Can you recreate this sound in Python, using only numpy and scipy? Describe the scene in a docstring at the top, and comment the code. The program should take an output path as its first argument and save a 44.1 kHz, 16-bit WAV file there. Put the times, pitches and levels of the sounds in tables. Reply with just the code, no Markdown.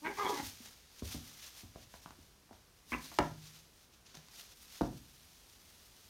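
"""A large parrot croaks harshly, twice early and once later, over low room hush and brushing feathers.
It shuffles along the back of a leather sofa in a quiet living room, near a phone.
Hush and feathers are shaped noise; the croak is rough pulses and puffs sent through moving resonances.
Feet, beak and claws knock on the sofa as bursts of decaying modes; soft echoes follow voice and knocks."""
import sys
import numpy as np
from scipy import signal
from scipy.io import wavfile
from scipy.ndimage import uniform_filter1d

SR = 44100
rng = np.random.default_rng(int(sys.argv[2]) if len(sys.argv) > 2 else 0)


def store_pcm(level_fs):
    """Save levels as 16-bit WAV."""
    pcm = np.round(np.clip(level_fs, -1, 1) * 32767).astype(np.int16)
    wavfile.write(sys.argv[1], SR, np.atleast_2d(pcm).T)


def gain_from_db(level_db):
    """Turn a decibel level (scalar or array-like) into a linear amplitude factor."""
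    decades = np.asarray(level_db, float) / 20
    return 10 ** decades


N = 268833

# Spectrum of the steady hush. Each row: frequency in Hz, relative density in dB per Hz.
HUSH_SPECTRUM = [(20, -9), (49, -1), (116, -14), (200, -14), (280, -18), (420, -19), (600, -22),
                 (1000, -23), (1400, -24), (2000, -26), (5950, -25.5), (7800, -31), (9000, -29.5),
                 (13700, -33), (15700, -36)]
# Spectrum of the brushing. Each row: frequency in Hz, relative density in dB per Hz.
BRUSH_SPECTRUM = [(150, -24), (400, -13), (1000, -8), (2500, -4), (3500, -1), (6300, -1), (7700, -8),
                  (9000, -5), (10500, -9), (12500, -6), (14800, -10), (16000, -13)]
# Strokes of feathers and claws. Each row: peak time in seconds, peak level in dB, time to rise 10 dB
# in seconds, time to fall 10 dB in seconds, brightness (lift of the top treble) in dB.
STROKES = [(0.067, -58.8, 0.105, 0.243, -0.2), (0.191, -49.2, 0.061, 0.342, -2.5),
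           (0.295, -44.6, 0.013, 0.028, -3.5), (0.379, -45.3, 0.093, 0.04, -3.0),
           (0.467, -45.5, 0.062, 0.058, 1.3), (0.647, -54.3, 0.081, 0.116, -1.4),
           (0.998, -55.9, 0.079, 0.029, -2.1), (1.054, -51.9, 0.022, 0.084, 1.2),
           (1.126, -44.3, 0.041, 0.058, -1.3), (1.276, -53.9, 0.062, 0.101, -0.7),
           (1.478, -49.9, 0.163, 0.031, -2.1), (1.581, -52.9, 0.057, 0.078, -0.3),
           (1.831, -59.0, 0.119, 0.035, -3.8), (1.959, -58.3, 0.078, 0.05, -0.7),
           (2.022, -60.4, 0.011, 0.138, -1.6), (2.258, -66.9, 0.273, 0.091, -1.2),
           (2.529, -66.1, 0.008, 0.109, -3.8), (2.791, -68.2, 0.037, 0.017, -1.7),
           (2.913, -53.0, 0.031, 0.079, 0.2), (3.048, -50.3, 0.068, 0.088, -0.9),
           (3.144, -54.0, 0.052, 0.106, -2.2), (3.248, -56.2, 0.102, 0.111, -3.0),
           (3.468, -54.5, 0.094, 0.069, -1.9), (3.561, -56.6, 0.067, 0.078, -2.3),
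           (3.837, -65.6, 0.198, 0.034, -0.8), (3.936, -62.6, 0.009, 0.037, -5.0),
           (4.061, -60.6, 0.008, 0.22, -8.0), (4.15, -56.0, 0.009, 0.062, -2.7),
           (4.399, -51.2, 0.086, 0.052, -1.2), (4.535, -59.0, 0.103, 0.009, -3.1),
           (4.63, -59.4, 0.1, 0.047, 2.3), (4.759, -52.2, 0.083, 0.092, -1.6),
           (4.867, -59.3, 0.166, 0.019, -1.8), (4.975, -59.5, 0.111, 0.021, 0.1)]
# Gestures of the three calls, one list per call. Each row: time in seconds, effort in dB,
# pitch in Hz, windpipe resonance in Hz, beak opening from 0 to 1.
CALL_SHAPES = [
    [(.016, -66, 289, 920, 0), (.028, -62.5, 298.6, 930, 0), (.043, -50, 310, 950, 0.55),
     (.048, -44, 318.3, 957, 0.66), (.068, -39.5, 311, 904, 0.85), (.08, -45, 402, 890, 0.75),
     (.102, -44.5, 407, 890, 0.6), (.128, -52, 400, 930, 0.7), (.155, -81, 352, 910, 0.9)],
    [(.165, -57, 400.7, 1055, 0.97), (.177, -44, 405.2, 1050, 0.56), (.187, -37.5, 415, 980, 0.53),
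     (.2, -34.5, 400.7, 1130, 0.46), (.222, -36, 407.6, 1080, 0.57), (.245, -40, 387.2, 950, 0.53),
     (.266, -34.5, 387.8, 970, 0.51), (.28, -38.5, 400, 1090, 0.62), (.302, -37, 435, 970, 0.15),
     (.328, -40.5, 395.4, 884, 0.44), (.336, -40.5, 287.3, 990, 0.53), (.375, -48, 282.7, 895, 0.55),
     (.388, -51.5, 277.2, 810, 0.77), (.403, -40, 290, 810, 0.64), (.414, -63, 279, 860, 0.3),
     (.45, -66, 280, 850, 0.1)],
    [(2.919, -40, 245.3, 1070, 0.7), (2.931, -42, 240.6, 1020, 0.89), (2.940, -37, 241, 1150, 0.72),
     (2.952, -40.5, 252.5, 1100, 0.45), (2.96, -54, 288, 1070, 0.75), (2.975, -58, 292, 1100, 0.4)],
]
# Voice of each call. Each row: base level of the fundamental over the windpipe in dB,
# gap from the beak resonance down to its partner in Hz, partner level in dB.
CALL_VOICES = [(8, 585, -3.5), (-1, 500, -2), (6.5, 650, -10.5)]
# The voice breaks up and clears again. 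Each row: time in seconds, roughness from 0 to 1.
ROUGHNESS = [(.02, .25), (.045, .35), (.055, .65), (.075, .6), (.1, .5), (.18, .5), (.195, .35),
             (.228, .35), (.24, .65), (.26, .62), (.28, .5), (.3, .4), (.328, .4), (.338, .5), (.44, .6),
             (2.92, .7), (2.94, .6), (2.95, .45), (3, .5)]
# The beak resonance glides with the tongue. Each row: time in seconds, resonance in Hz.
BEAK_GLIDE = [(.04, 2450), (.065, 2070), (.088, 2280), (.11, 2130), (.15, 2330), (.17, 2510), (.182, 2440),
              (.195, 2050), (.225, 2150), (.26, 2260), (.31, 2270), (.34, 2120), (.41, 1910), (2.92, 2200),
              (2.935, 2320), (2.942, 2730), (2.955, 2370), (2.98, 2380)]
# Modes of the sofa frame and cushion, before each blow varies them.
# Each row: frequency in Hz, relative level in dB, base time to decay 60 dB in seconds.
SOFA_MODES = [(206, 5.5, 0.041), (243, 1.5, 0.24), (293.6, 7.5, 0.092), (352, -6, 0.14), (394, -5.5, 0.036),
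              (457, -2, 0.038), (604.4, -0.5, 0.088), (720, 8, 0.065), (830, 2, 0.067), (950, 5, 0.078),
              (1070, -1, 0.087), (1200, 12.5, 0.019), (1390, 2, 0.05), (1585, -3.5, 0.064),
              (1750, 8.5, 0.017), (2280, 7, 0.019), (2880, 4, 0.027)]
# Deep thump modes of the cushion, before each blow detunes them.
# Each row: frequency in Hz, relative level in dB, time to decay 60 dB in seconds.
CUSHION_MODES = [(64.3, 0, 0.33), (75, 8, 0.16), (116.3, -4.5, 0.61)]
# Soft footfalls. Each row: first touch in seconds, peak of the frame ringing in dB,
# centre of the struck modes in Hz, relative cushion thump in dB, length factor.
FOOTFALLS = [(0.601, -49.5, 243, -21, 0.21), (0.42, -45.5, 200, -3, 0.6), (1.02, -32.5, 294, -10, 0.09),
             (1.027, -47.5, 302, -25, 0.55), (1.143, -35.5, 249, -12, 0.87), (1.63, -47, 190, -3.5, 0.69),
             (1.749, -54, 243, 0.5, 0.36), (1.756, -38, 440, -26, 0.14), (2.185, -52, 190, -9, 0.17),
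             (2.508, -42.5, 423, -20, 0.34), (2.919, -33, 214, -12.5, 0.45),
             (3.1878, -18.5, 352, -31, 0.72), (4.8075, -21.5, 400, -15.5, 0.43),
             (4.8140, -20.5, 293, -26, 0.34), (4.83, -40, 390, -24, 0.2), (4.851, -35, 330, -24, 0.3),
             (4.925, -47, 297, -29, 0.41), (4.8354, -39, 436, -35, 0.1)]
# Hard taps of beak and claw. Each row: first touch in seconds, peak of the frame ringing in dB,
# centre of the struck modes in Hz, relative crack in dB, length factor.
TAPS = [(0.657, -50.5, 910, 10, 0.14), (1.550, -51, 1500, 4, 0.3), (1.938, -40, 950, -29, 0.33),
        (2.058, -35.5, 670, -26, 0.097), (2.105, -39.5, 1100, -11, 0.14), (2.489, -54, 700, -21, 1.5),
        (2.527, -49.5, 1200, -15, 0.81), (2.565, -62, 1750, -19, 1.), (3.114, -43.5, 210, -23, 1.1),
        (3.1852, -14.5, 910, -8, 1.23), (3.201, -28, 1000, -28, 2.1), (3.225, -39, 1500, -4, 1),
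        (4.142, -47, 600, -1, 0.31), (4.15, -48.5, 520, 6, 0.43), (4.169, -43, 806, -1, 0.11),
        (4.283, -53.5, 1500, 8, .2)]
# A hollow note after some knocks. Each row: start in seconds, level in dB, time to decay 60 dB in seconds.
HOLLOW_NOTES = [(1.15, -45, 0.27), (3.19, -40.5, 1), (4.17, -50, 0.21), (4.821, -67, 0.37)]
# Echo decay of the room. Each row: frequency in Hz, time to decay 60 dB in seconds.
ROOM_DECAY = [(60, 0.6), (160, 0.5), (420, 0.3), (1000, 0.27), (1700, 0.33), (3000, 0.28), (8000, 0.12)]
# Soft furniture soaks up some bands of the echo. Each row: frequency in Hz, relative level in dB.
ROOM_COLOUR = [(60, -11), (160, -0.5), (300, -1), (450, 0), (620, 5), (1000, 0.5), (1700, 1.5), (3000, -6)]


def evened(x):
    """Scales to rms 1."""
    return x / np.sqrt(np.mean(x ** 2) + 1e-20)


def read(points, hz):
    """Reads a spectrum on a log-frequency axis."""
    f, value = np.transpose(points)
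    return np.interp(np.log(hz + 1), np.log(f + 1), value)


def add(mix, s, sound):
    """Mixes a sound in at time s."""
    part = mix[round(s * SR):][:len(sound)]
    part += sound[:len(part)]


def wander(length, size):
    """Smooth chance of rms 1 that changes over about size samples."""
    once = uniform_filter1d(rng.standard_normal(length), size)
    return evened(uniform_filter1d(once, size))


def noise(field_db, frame):
    """Random short-time spectra shaped by field_db(hz, t)."""
    frames, hz = 4 * N // frame + 5, np.fft.rfftfreq(frame, 1 / SR)
    a, b = rng.standard_normal((frames, len(hz), 2)).T
    t = np.arange(frames) * frame / 4 / SR
    z = (a + 1j * b) * gain_from_db(field_db(hz[:, None], t))
    return signal.istft(z, nperseg=frame, noverlap=3 * frame // 4)[1][:N]


def resonate(x, hz, width_hz):
    """A steep moving resonance: shifts hz down to zero, smooths twice and shifts back."""
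    turn = np.exp(2j * np.pi * np.cumsum(hz * np.ones(len(x))) / SR)
    r = np.exp(-np.pi * width_hz / SR)
    once = signal.lfilter([1 - r], [1, -r], x / turn)
    twice = signal.lfilter([1 - r], [1, -r], once)
    return 2 * (turn * twice).real


def ring(hz, db, t60, rise_cycles):
    """A mode that swells over a cycle or so and dies away."""
    t = np.arange(SR // 2) / SR
    swell = (1 - np.exp(-t * hz / rise_cycles)) ** 2
    return swell * gain_from_db(db - 60 * t / t60) * np.sin(2 * np.pi * hz * t)


def hush():
    """The room's steady air and the microphone's hiss; the bass comes in lumps."""
    lumps_db = 0.6 * wander(N, size=3000)[::512]

    def field(hz, t):
        bass = 1 / (1 + (hz / 200) ** 2)
        return read(HUSH_SPECTRUM, hz) + np.resize(lumps_db, len(t)) * bass

    return gain_from_db(-64) * evened(noise(field, 2048))


def feathers():
    """Brushing hiss that flickers, with tiny crackles where barbs part."""
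    s, peak_db, rise_s, fall_s, bright_db = np.transpose(STROKES)[:, :, None]
    clock = np.arange(0, N / SR, .002)
    steps_of_10_db = np.where(clock < s, (s - clock) / rise_s, (clock - s) / fall_s)
    power = gain_from_db(peak_db - 10 * steps_of_10_db) ** 2
    # a faint steady hiss grows in and stays to the end
    settle_s, settle_rise_s, settled_db = 5.02, .1, -64
    settled = gain_from_db(settled_db - 10 * np.maximum(settle_s - clock, 0) / settle_rise_s) ** 2
    total = power.sum(0) + settled
    brightness_db = (power * bright_db).sum(0) / total

    def field(hz, t):
        top = np.clip((hz - 7000) / 1000, 0, 1)
        return read(BRUSH_SPECTRUM, hz) + top * np.interp(t, clock, brightness_db)

    crackle = gain_from_db(1.6 * rng.exponential(1, N)) * (rng.random(N) < 300 / SR)  # about 300 a second
    grain = 1 + 0.42 * signal.lfilter([1], [1, -.97], crackle)
    flicker = gain_from_db(0.88 * wander(N, size=400))
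    brush = evened(noise(field, 512)) * evened(grain * flicker)
    return np.interp(np.arange(N) / SR, clock, np.sqrt(total)) * brush


def croak(shape, low_db, gape_hz, partner_db):
    """Uneven pulses and puffs of air pass the windpipe and the half-open beak."""
    s, *columns = np.transpose(shape)
    t = np.arange(s[0], s[-1], 1 / SR)
    effort_db, hz, pipe_hz, opening = (np.interp(t, s, c) for c in columns)
    rough, beak_hz = (np.interp(t, *np.transpose(curve)) for curve in (ROUGHNESS, BEAK_GLIDE))

    # the fundamental sinks as the beak opens and grows as the windpipe note drops
    low_db = low_db - 16 * opening + 18.5 * np.log2(pipe_hz.max() / pipe_hz)
    beak_shut_db, beak_open_db = -34.5, 13.5  # opening makes the beak resonance louder
    beak_db = beak_shut_db + (beak_open_db - beak_shut_db) * opening

    turns = np.cumsum(hz * (1 + 0.078 * rough * wander(len(t), size=90))) / SR
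    # the membranes flap unsteadily around 120 Hz, deeper as the voice roughens
    flap_hz = 120 * (1 + .25 * wander(len(t), size=300))
    flap = np.cos(2 * np.pi * np.cumsum(flap_hz) / SR)
    rattle = gain_from_db(rough * (8 * flap + 3 * wander(len(t), size=120)))
    # for a moment every other pulse is weak
    half_s, half_lasts_s, half_share = 0.257, 0.034, 0.49
    half_swell = np.exp(-((t - half_s) / half_lasts_s) ** 2)
    halves = 1 + half_share * half_swell * np.cos(np.pi * turns)
    pulses = halves * sum(np.cos(2 * np.pi * k * turns) for k in range(1, 14))
    puffs = (2.0 + np.exp(-(turns % 1) / 1.8)) * rng.standard_normal(len(t))
    drive = rattle * ((1 - rough) * evened(pulses) + 1.5 * rough * evened(puffs))

    fundamental = evened(resonate(drive, hz, 276))
    windpipe = evened(resonate(drive, pipe_hz, width_hz=270))
    partner = gain_from_db(partner_db) * resonate(drive, beak_hz - gape_hz, width_hz=300)
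    beak = evened(resonate(drive, beak_hz, width_hz=300) - partner)
    rasp = evened(resonate(drive, 2130, width_hz=1180))  # broad, around the beak resonance
    # a high resonance flares once, at the hardest push of the long call
    top_s, top_lasts_s = .272, 0.044
    flare = np.exp(-((t - top_s) / top_lasts_s) ** 2)
    top = flare * evened(resonate(drive, 3300, width_hz=340))

    voice = gain_from_db(low_db) * fundamental
    voice += gain_from_db(-8 * opening ** 4) * windpipe  # a wide beak thins the windpipe note
    voice -= gain_from_db(beak_db) * beak
    voice += gain_from_db(beak_db - 6.5) * rasp
    voice += gain_from_db(-11.5) * top
    return s[0], gain_from_db(effort_db) * voice * signal.windows.tukey(len(t), .05)


def knock(peak_db, centre_hz, spread_db, crack_db, thump_db, length, rise_cycles):
    """A blow rings the frame modes near its centre and the cushion below, with a crack at full contact."""
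    chance = rng.standard_normal(1000)
    hz, db, t60 = np.transpose(SOFA_MODES)[:, :, None]
    struck_db = db - spread_db * abs(np.log2(hz / centre_hz))  # falls for each octave off the centre
    decay_factor = length * (300 / centre_hz) ** .7  # hard, high knocks die sooner
    # low modes start in phase; higher ones take a random sign
    sign = np.where(hz < 370, 1, np.sign(chance[-len(hz):, None]))
    detuned_hz = hz * (1 + 0.02 * chance[:len(hz), None])
    body = (sign * ring(detuned_hz, struck_db, t60 * decay_factor, rise_cycles)).sum(0)
    # then the contact on the leather damps the ringing
    grip_s, grip_ramp_s, grip_db = 0.014, 0.004, -11
    gripped = np.clip((np.arange(len(body)) / SR - grip_s) / grip_ramp_s, 0, 1)
    body = body * gain_from_db(grip_db * gripped)

    thump = sum(ring(f * (1 + 0.233 * c), level_db, decay, 0.47)
                for (f, level_db, decay), c in zip(CUSHION_MODES, chance[500:]))
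    crack_fade = gain_from_db(-60 * np.arange(len(chance)) / SR / .016)
    crack = resonate(chance * crack_fade, 4300, width_hz=4500)
    sound = body / abs(body).max() + gain_from_db(thump_db) * thump
    add(sound, 0, gain_from_db(crack_db) * crack / abs(crack).max())
    return gain_from_db(peak_db) * sound


def footfall(peak_db, centre_hz, thump_db, length):
    """A soft foot swells slowly, rings a narrow group of modes and cracks little."""
    return knock(peak_db, centre_hz, 12, -22, thump_db, length, rise_cycles=0.65)


def tap(peak_db, centre_hz, crack_db, length):
    """A hard beak or claw swells fast and rings a wide spread of modes."""
    return knock(peak_db, centre_hz, 2.5, crack_db, -26.5, length, rise_cycles=0.38)


def hollow_note(db, t60):
    """A single low mode rings at 155 Hz."""
    return ring(155, db, t60, 0.53)


def room(x):
    """Sparse taps of random sign, each band dying at its own speed."""
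    taps = np.zeros((3, SR))
    at = np.arange(150, SR - 20, 20) + rng.integers(0, 20, (3, (SR - 151) // 20))
    np.put_along_axis(taps, at, rng.choice([-1., 1.], at.shape), 1)
    hz, t, z = signal.stft(taps, SR, nperseg=512)
    tail_db = read(ROOM_COLOUR, hz)[:, None] - 60 * t / read(ROOM_DECAY, hz)[:, None]
    tail = signal.istft(z * gain_from_db(tail_db), SR, nperseg=512)[1]
    # the sound turns among three random tails, so no single tail's ringing stands out,
    # half a turn in shift_s
    shift_s = .03
    turn = np.pi * (np.arange(N) / SR / shift_s + np.arange(3)[:, None] / 3)
    sent = x * np.sqrt(2 / 3) * np.cos(turn)
    heard = signal.fftconvolve(sent, tail / np.linalg.norm(tail[0]), axes=1)
    return heard.sum(0)[:N]


def scene():
    """Voice and knocks with their room, over feathers, hush and hollow notes."""
    voice, sofa = np.zeros(N), np.zeros(N)
    steady = hush() + feathers()
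    for shape, traits in zip(CALL_SHAPES, CALL_VOICES):
        add(voice, *croak(shape, *traits))
    contact_s = .002  # from first touch to full contact
    for s, *blow in FOOTFALLS:
        add(sofa, s + contact_s, footfall(*blow))
    for s, *blow in TAPS:
        add(sofa, s + contact_s, tap(*blow))
    for s, db, t60 in HOLLOW_NOTES:
        add(steady, s, hollow_note(db, t60))
    wet = room(gain_from_db(-12) * voice + gain_from_db(-11.5) * sofa)
    return (voice + sofa + wet + steady)[None]


def low_pass(x):
    """Removes everything above the highest recorded frequency."""
    return signal.sosfilt(signal.butter(12, 15810, fs=SR, output="sos"), x)


def record(dry):
    """A phone microphone drops the deepest bass, below about 45 Hz."""
    low_cut = signal.butter(2, 45, "high", fs=SR, output="sos")
    heard = signal.sosfilt(low_cut, dry)
    return low_pass(heard)


dry = scene()
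out = record(dry)
store_pcm(out)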